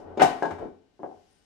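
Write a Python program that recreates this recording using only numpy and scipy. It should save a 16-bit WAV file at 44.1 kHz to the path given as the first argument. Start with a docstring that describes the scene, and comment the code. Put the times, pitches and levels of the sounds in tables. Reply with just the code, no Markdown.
"""A foosball is nudged and slammed into the table's wooden cabinet, in a small, cluttered room.
Each hit sends out a short pulse and sets the wood, the steel rods and a plastic figure ringing.
Duller knocks of rods and bumpers follow, and low thumps pass through the table as rods are shoved.
Underneath, the ball rumbles as it rolls, and the rods hiss and squeak faintly in their bearings."""
import sys
import numpy as np
from scipy import signal
from scipy.fft import rfft, irfft, next_fast_len
from scipy.io import wavfile
from scipy.ndimage import uniform_filter1d

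SR = 44100
rng = np.random.default_rng(int(sys.argv[2]) if len(sys.argv) > 2 else 0)


def wav_out(sig):
    """Save sig, one row per channel (or a flat mono array), as 16-bit PCM at SR to the path in sys.argv[1]."""
    wavfile.write(sys.argv[1], SR, np.round(np.clip(np.atleast_2d(sig).T, -1, 1) * 32767).astype(np.int16))


N = 63945
TIME = np.arange(N) / SR

# Levels are relative. A mode is a tone at which a part rings; t60 is the time to fade by 60 dB.
# The hits, plus the rods' ring swelling back as an echo at 0.453 s:
# t/s, level/dB, contact cut-off f/Hz, bass/dB, plastic click/dB, wall ring/dB, rod ring/dB
EVENTS = [(0.1736, -25, 487, -23, -48.5, -62, -67), (0.1952, -25.5, 2030, -29.5, -56, -54, -46),
          (0.2075, -22, 1850, -10, -49, -60, -46), (0.2185, -25.5, 1470, -9, -31, -8.5, -49),
          (0.2265, -28, 1390, 4, -35, -24.5, -67), (0.4236, -24.5, 806, -24, -48.5, -36, -28.5),
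          (0.4533, -36.5, 810, 1, -53, -52, -33.5), (0.507, -38.5, 1544, -3, -57.5, -54, -51.5),
          (0.584, -46.5, 1300, -18, -67, -66, -58), (0.6250, -30.5, 396, -17, -90, -74, -78),
          (0.6550, -39.5, 368, -8.5, -83, -57, -77), (0.9931, -48.5, 554, -11, -96, -54, -85),
          (1.0010, -41.5, 420, -18, -90, -64, -72), (1.0322, -33.5, 650, -16.5, -93, -35, -53.5),
          (1.1130, -53.5, 375, -3, -87, -44.5, -73)]
# Modes of each part: f/Hz, level/dB, t60/s (capped at LONGEST_RING_S)
WALL_MODES = [(331.3, -21, 0.15), (673, -19.5, .34), (698, -13.5, .42), (759.5, 0, .13), (767.6, -15, .48),
              (731, -18, 0.4), (825.5, -10, 0.12), (1003, -31.5, .33)]  # the cabinet wall that the ball strikes
PANEL_MODES = [(143, -14.5, 0.38), (172, -7, 0.22), (265.3, -12.5, 1), (337, -11, .35), (376.2, -11, 0.15),
               (406.4, -9, 0.17), (439.8, -6.5, 0.067), (559.7, -9, 0.16), (1130, -13.5, 0.086),
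               (1199, -14.5, 0.083), (1470, -22, .25)]  # the cabinet's panels
ROD_MODES = [(817.6, -3, .25), (880, -7.5, 0.45), (901, -1.5, .18), (1565, -4, 0.094), (1527, -10, 0.43),
             (1638.3, -2, 0.32)]  # the steel rods
FIGURE_MODES = [(2310, -5.5, 0.45), (2753, -10, 0.073), (3686, -12, 0.66), (5146, -15.5, .18),
                (6406, -14, 0.18), (6835, -14.5, .15)]  # the plastic figure
# Tone colour of each noisy sound, per half octave: f/Hz, level/dB
WOOD_SPECTRUM = [(30, -31.5), (80, -40), (110, -25), (160, -9.5), (220, -6.5), (280, -1), (400, -1.5),
                 (560, 0), (800, 2.5), (1200, -5), (1700, -2.5), (2500, -3), (6000, -2)]  # the cabinet's crowded modes
CLICK_SPECTRUM = [(800, -18.5), (1500, -7.5), (2800, 0), (4500, -5), (7000, -2.5), (10000, -6.5),
                  (13000, -11.5), (16000, -21)]  # the plastic click
ROLL_SPECTRUM = [(30, -18.5), (60, -19.5), (150, -21.5), (270, -3.5), (400, -2), (750, -4), (1200, -14.5),
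                 (2200, -27), (5000, -41), (14000, -58.5)]  # the rolling ball
SLIDE_SPECTRUM = [(300, -8), (1000, -6), (2000, -3), (3500, -4), (5500, 0.5), (9000, -9), (12000, -10),
                  (16000, -26)]  # the sliding rods
QUIET_SPECTRUM = [(30, -91.5), (90, -78.5), (140, -87), (220, -77), (450, -81), (1000, -89), (3000, -83),
                  (8000, -93), (15000, -108)]  # the quiet room
# Loudness over time: t/s, level/dB
ROLL_LEVEL = [(0, -50), (.12, -47), (.2, -53.5), (.4, -51), (.55, -66.5), (.62, -40), (.68, -48.5),
              (.8, -75), (1.45, -88.5)]  # the rolling ball
SLIDE_LEVEL = [(0, -72.5), (.11, -97), (.3, -63), (.6, -78), (.85, -96.5), (1.05, -82), (1.3, -77.5),
               (1.45, -80)]  # the sliding rods
# Shoves that sway the table: t/s, level/dB, swell time/s
THUMPS = [(0.03, -50.5, .07), (0.427, -58, 0.016), (0.506, -42, 0.028), (0.594, -45, 0.011),
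          (0.664, -62, 0.053), (1.01, -61, .025), (1.138, -63.5, .03)]
# The whistle of a sliding rod: t/s, f/Hz, level/dB
SQUEAK = [(1.26, 9230, -100), (1.31, 9210, -75), (1.39, 8680, -76.5), (1.45, 8550, -83)]
# Echoes of the pulses from the room's side wall and ceiling: delay/s, level/dB
PULSE_ECHOES = [(.0058, 0.5), (0.03, -3.5)]
# Echoes of the ringing: left delay/s, left level/dB, right delay/s, right level/dB
RING_ECHOES = [(.009, -14, .0135, -10), (.029, -10, .037, -10.5)]
# How long sound lingers in the room: f/Hz, t60/s
ROOM_T60 = [(60, 0.18), (250, 0.46), (700, 0.44), (2000, .45), (6000, 0.29), (14000, .28)]
# How alike the noise is at both ears: f/Hz, correlation (1 = the same)
EAR_LIKENESS = [(60, 0.32), (250, 0.36), (500, 0.2), (1000, .2), (4000, 0.11), (12000, .1)]
# Which way the noise leans: f/Hz, left minus right level/dB
EAR_BALANCE = [(40, 0), (125, 5), (300, 2.5), (700, 7.5), (1200, 6), (2500, 4.5), (5000, 8.5),
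               (12000, -1.5)]

CONTACT_SLOPE, BASS_HZ = 3.1, 218  # how steeply an event loses treble; where its bass ends
PULSE_DB, PULSE_LOW_HZ, PULSE_TOP_HZ = 1.5, 407, 1920
RING_LOW_HZ, RING_TOP_HZ, LONGEST_RING_S = 130, 2170, .5
PULSE_PAN_DB, WALL_PAN_DB, ROD_PAN_DB, FIGURE_PAN_DB, PANEL_PAN_DB = 3, 6, 7.5, 7, -1
WALL_LAG_S = 0.00024  # the wall's ring reaches the left ear first
WOOD_T60_S, CLICK_T60_S = 0.12, 0.075
CLICK_TOP_RATIO = 6.6  # click cut-off divided by contact cut-off
ATTACK_S, SWELL_CYCLES = .0015, 0.75  # rise of the noisy tails
WOOD_ROOM_DB, CLICK_ROOM_DB, ROOM_BUILD_S = -9, -8.5, 0.0088
THUMP_HZ, SQUEAK_WIDTH_HZ = 89, 160
MODE_LIFT_DB, MODE_WIDTH_HZ = 1.5, 24  # the strong modes stand out of the noise
RIPPLE_DB, RIPPLE_WIDTH_HZ, RIPPLE_FROM_HZ = 3, 60, 470  # unevenness of the small resonances
PEAK_LIMIT, CUTOFF_HZ = .9, 15700


def air_pulses():
    """Each event is one short pulse, wider when soft, which returns from wall and ceiling."""
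    out = np.zeros(N)
    for s, db, contact_hz, *_ in EVENTS:
        pulse = butter_twice(signal.unit_impulse(SR // 50), contact_hz, "low")
        pulse = butter(pulse, PULSE_LOW_HZ, "high")
        start = int(s * SR)
        out[start:start + len(pulse)] += from_db(db + PULSE_DB) * pulse / np.abs(pulse).max()
    out = cut_bass(butter(out, PULSE_TOP_HZ, "low"))
    echoes = sum(from_db(db) * delayed(out, lag_s) for lag_s, db in PULSE_ECHOES)
    return pan(PULSE_PAN_DB) * (out + echoes)


def event_strength(hz):
    """Strength of every event at one frequency: soft ones have less treble, heavy ones more bass."""
    _, db, contact_hz, bass_db, *_ = np.transpose(EVENTS)
    strength = from_db(db + bass_db / (1 + (hz / BASS_HZ) ** 4))
    return strength / np.sqrt(1 + (hz / contact_hz) ** (2 * CONTACT_SLOPE))


def event_spikes(heights):
    """One single-sample spike at the moment of each event."""
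    out = np.zeros(N) + 1e-18
    out[(np.array(EVENTS)[:, 0] * SR).astype(int)] += heights
    return out


def ringing_parts():
    """The cabinet's wall and panels, the rods and the figure ring with their own tones."""
    click_gain, wall_gain, rod_gain = from_db(np.transpose(EVENTS)[-3:])
    wall = ring(WALL_MODES, lambda hz: wall_gain)
    wall = pan(WALL_PAN_DB) * np.array([wall, delayed(wall, WALL_LAG_S)])
    panels = pan(PANEL_PAN_DB) * ring(PANEL_MODES, event_strength)
    rods = pan(ROD_PAN_DB) * ring(ROD_MODES, lambda hz: rod_gain)
    figure = pan(FIGURE_PAN_DB) * ring(FIGURE_MODES, lambda hz: click_gain)
    return cut_bass(butter_twice(wall + rods + panels, RING_TOP_HZ, "low")) + figure


def ring(modes, gains_at):
    """Every event starts a fading tone in each mode, as strongly as gains_at(hz) says."""
    out = 0
    for hz, db, t60 in modes:
        decay = from_db(-60 / (min(t60, LONGEST_RING_S) * SR))
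        angle = 2 * np.pi * hz / SR
        spikes = event_spikes(from_db(db) * gains_at(hz))
        out += signal.lfilter([0, np.sin(angle)], [1, -2 * decay * np.cos(angle), decay ** 2], spikes)
    return out


def cut_bass(x):
    """Little of the ringing and the pulses sounds below about 130 Hz."""
    return butter_twice(x, RING_LOW_HZ, "high")


def with_echoes(x):
    """The ringing reaches each ear again from nearby surfaces."""
    return x + sum(np.array([from_db(left_db) * delayed(x[0], left_s),
                             from_db(right_db) * delayed(x[1], right_s)])
                   for left_s, left_db, right_s, right_db in RING_ECHOES)


def event_tails(hz):
    """Loudness in one band as wood and plastic die away after each event and linger in the room."""
    _, _, contact_hz, _, click_db, *_ = np.transpose(EVENTS)
    wood = event_spikes((event_strength(hz) * from_db(at_hz(WOOD_SPECTRUM, hz))) ** 2)
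    dulling = 1 + (hz / (CLICK_TOP_RATIO * contact_hz)) ** 4
    click = event_spikes(from_db(click_db + at_hz(CLICK_SPECTRUM, hz)) ** 2 / dulling)
    into_room = from_db(WOOD_ROOM_DB) ** 2 * wood + from_db(CLICK_ROOM_DB) ** 2 * click
    room = smooth(fading(into_room, at_hz(ROOM_T60, hz)), ROOM_BUILD_S)
    level = np.sqrt(fading(wood, WOOD_T60_S) + fading(click, CLICK_T60_S) + room)
    swell_s = SWELL_CYCLES / hz
    return smooth(smooth(level, swell_s), ATTACK_S + swell_s)


def table_thumps():
    """The whole table sways in its lowest mode as the rods are shoved."""
    out = 0
    for s, db, swell_s in THUMPS:
        age = np.maximum(TIME - s, 0)
        swell = (age / swell_s * np.exp(1 - age / swell_s)) ** 2
        out = out + from_db(db) * swell * np.sin(2 * np.pi * THUMP_HZ * age)
    return pan(db=3) * out


def rolling_ball(hz):
    """Loudness in one band of the ball rumbling over the playfield."""
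    return from_db(over_time(ROLL_LEVEL) + at_hz(ROLL_SPECTRUM, hz))


def sliding_rods(hz):
    """Loudness in one band of the rods hissing in their bearings."""
    return from_db(over_time(SLIDE_LEVEL) + at_hz(SLIDE_SPECTRUM, hz))


def rod_squeak():
    """A thin, rough whistle from a bearing sinks in pitch as the rod slows."""
    s, hz, db = np.transpose(SQUEAK)
    rough = butter(rng.standard_normal((2, N)), SQUEAK_WIDTH_HZ, "low")
    tone = np.sin(2 * np.pi * np.cumsum(np.interp(TIME, s, hz)) / SR)
    level = (TIME > s[0]) * from_db(np.interp(TIME, s, db))
    return pan(ROD_PAN_DB) * level * tone * rough / rough.std()


def noisy_sounds():
    """The energies of the tails, ball, rods and quiet room add up, band by band."""
    out = 0
    for hz, noise in noise_bands():
        quiet_room = from_db(at_hz(QUIET_SPECTRUM, hz))
        energy = event_tails(hz) ** 2 + rolling_ball(hz) ** 2 + sliding_rods(hz) ** 2 + quiet_room ** 2
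        out = out + noise * np.sqrt(energy)
    return out


def table_noise():
    """Two pairs of noises coloured by the table's strong modes and countless small resonances."""
    size = next_fast_len(N + SR // 2)
    hz = np.fft.rfftfreq(size, 1 / SR)
    modes = WALL_MODES + PANEL_MODES + ROD_MODES
    peaks = sum(1 / (1 + ((hz - mode_hz) / MODE_WIDTH_HZ) ** 2) for mode_hz, *_ in modes)
    lift = np.sqrt(1 + from_db(MODE_LIFT_DB) ** 2 * peaks)
    ripple = np.interp(hz / RIPPLE_WIDTH_HZ, np.arange(SR // 20), rng.standard_normal(SR // 20))
    ripple *= hz ** 2 / (hz ** 2 + RIPPLE_FROM_HZ ** 2)
    white = rfft(rng.standard_normal((2, 2, size)))
    return irfft(white * lift * from_db(RIPPLE_DB * ripple), size)


def noise_bands():
    """Steady stereo noise in half-octave bands, mostly leaning left: gives (centre f/Hz, noise)."""
    edges = 24 * 2 ** (np.arange(20) / 2)
    pairs = table_noise()
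    for k, (low, high) in enumerate(zip(edges, edges[1:])):
        hz = np.sqrt(low * high)
        band = butter(pairs[k % 2], [low, high], "band")
        band = butter(band, [low / np.sqrt(2), min(high * np.sqrt(2), SR / 2 - 1)], "band")[:, -N:]
        power = uniform_filter1d(band * band, size=int(2 * SR / (high - low)) + 200)
        shared, opposed = band / np.sqrt(power + 1e-20)  # even out the loudness
        alike = np.clip(at_hz(EAR_LIKENESS, hz), -1, 1)
        stereo = np.sqrt(1 + alike) * shared + np.sqrt(1 - alike) * opposed * [[1], [-1]]
        yield hz, pan(at_hz(EAR_BALANCE, hz)) * stereo / np.sqrt(2)


def from_db(db):
    """Turn decibels into a gain."""
    return 10 ** (np.asarray(db) / 20)


def at_hz(points, hz):
    """Read a table at one frequency, with octaves evenly spaced."""
    f, value = np.transpose(points)
    return np.interp(np.log(hz), np.log(f), value)


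def over_time(points):
    """Read a level curve at every sample."""
    return np.interp(TIME, *np.transpose(points))


def pan(db):
    """Left and right gains, with the left louder by db."""
    return from_db(np.array([[db], [-db]]) / 2)


def butter(x, hz, kind):
    """A gentle filter that keeps the lows, the highs or a band."""
    return signal.sosfilt(signal.butter(2, hz, kind, fs=SR, output="sos"), x)


def butter_twice(x, hz, kind):
    """Filter twice for a steeper cut."""
    return butter(butter(x, hz, kind), hz, kind)


def delayed(x, lag_s):
    """The same sound a little later."""
    return np.interp(TIME - lag_s, TIME, x, left=0)


def fading(energy, t60):
    """Sound energy dies away by 60 dB in t60 seconds."""
    return signal.lfilter([1], [1, -from_db(-120 / (t60 * SR))], energy)


def smooth(x, seconds):
    """Soften sudden changes."""
    decay = np.exp(-1 / (seconds * SR))
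    return signal.lfilter([1 - decay], [1, -decay], x)


def scene():
    """Everything the table does, heard from its end."""
    return air_pulses() + with_echoes(ringing_parts()) + table_thumps() + rod_squeak() + noisy_sounds()


def record(dry):
    """The highest peaks are rounded and the very top of the treble is cut steeply."""
    rounded = dry / (1 + (dry / PEAK_LIMIT) ** 6) ** (1 / 6)
    return signal.sosfilt(signal.cheby2(12, 70, CUTOFF_HZ, fs=SR, output="sos"), rounded)


dry = scene()
out = record(dry)
wav_out(out)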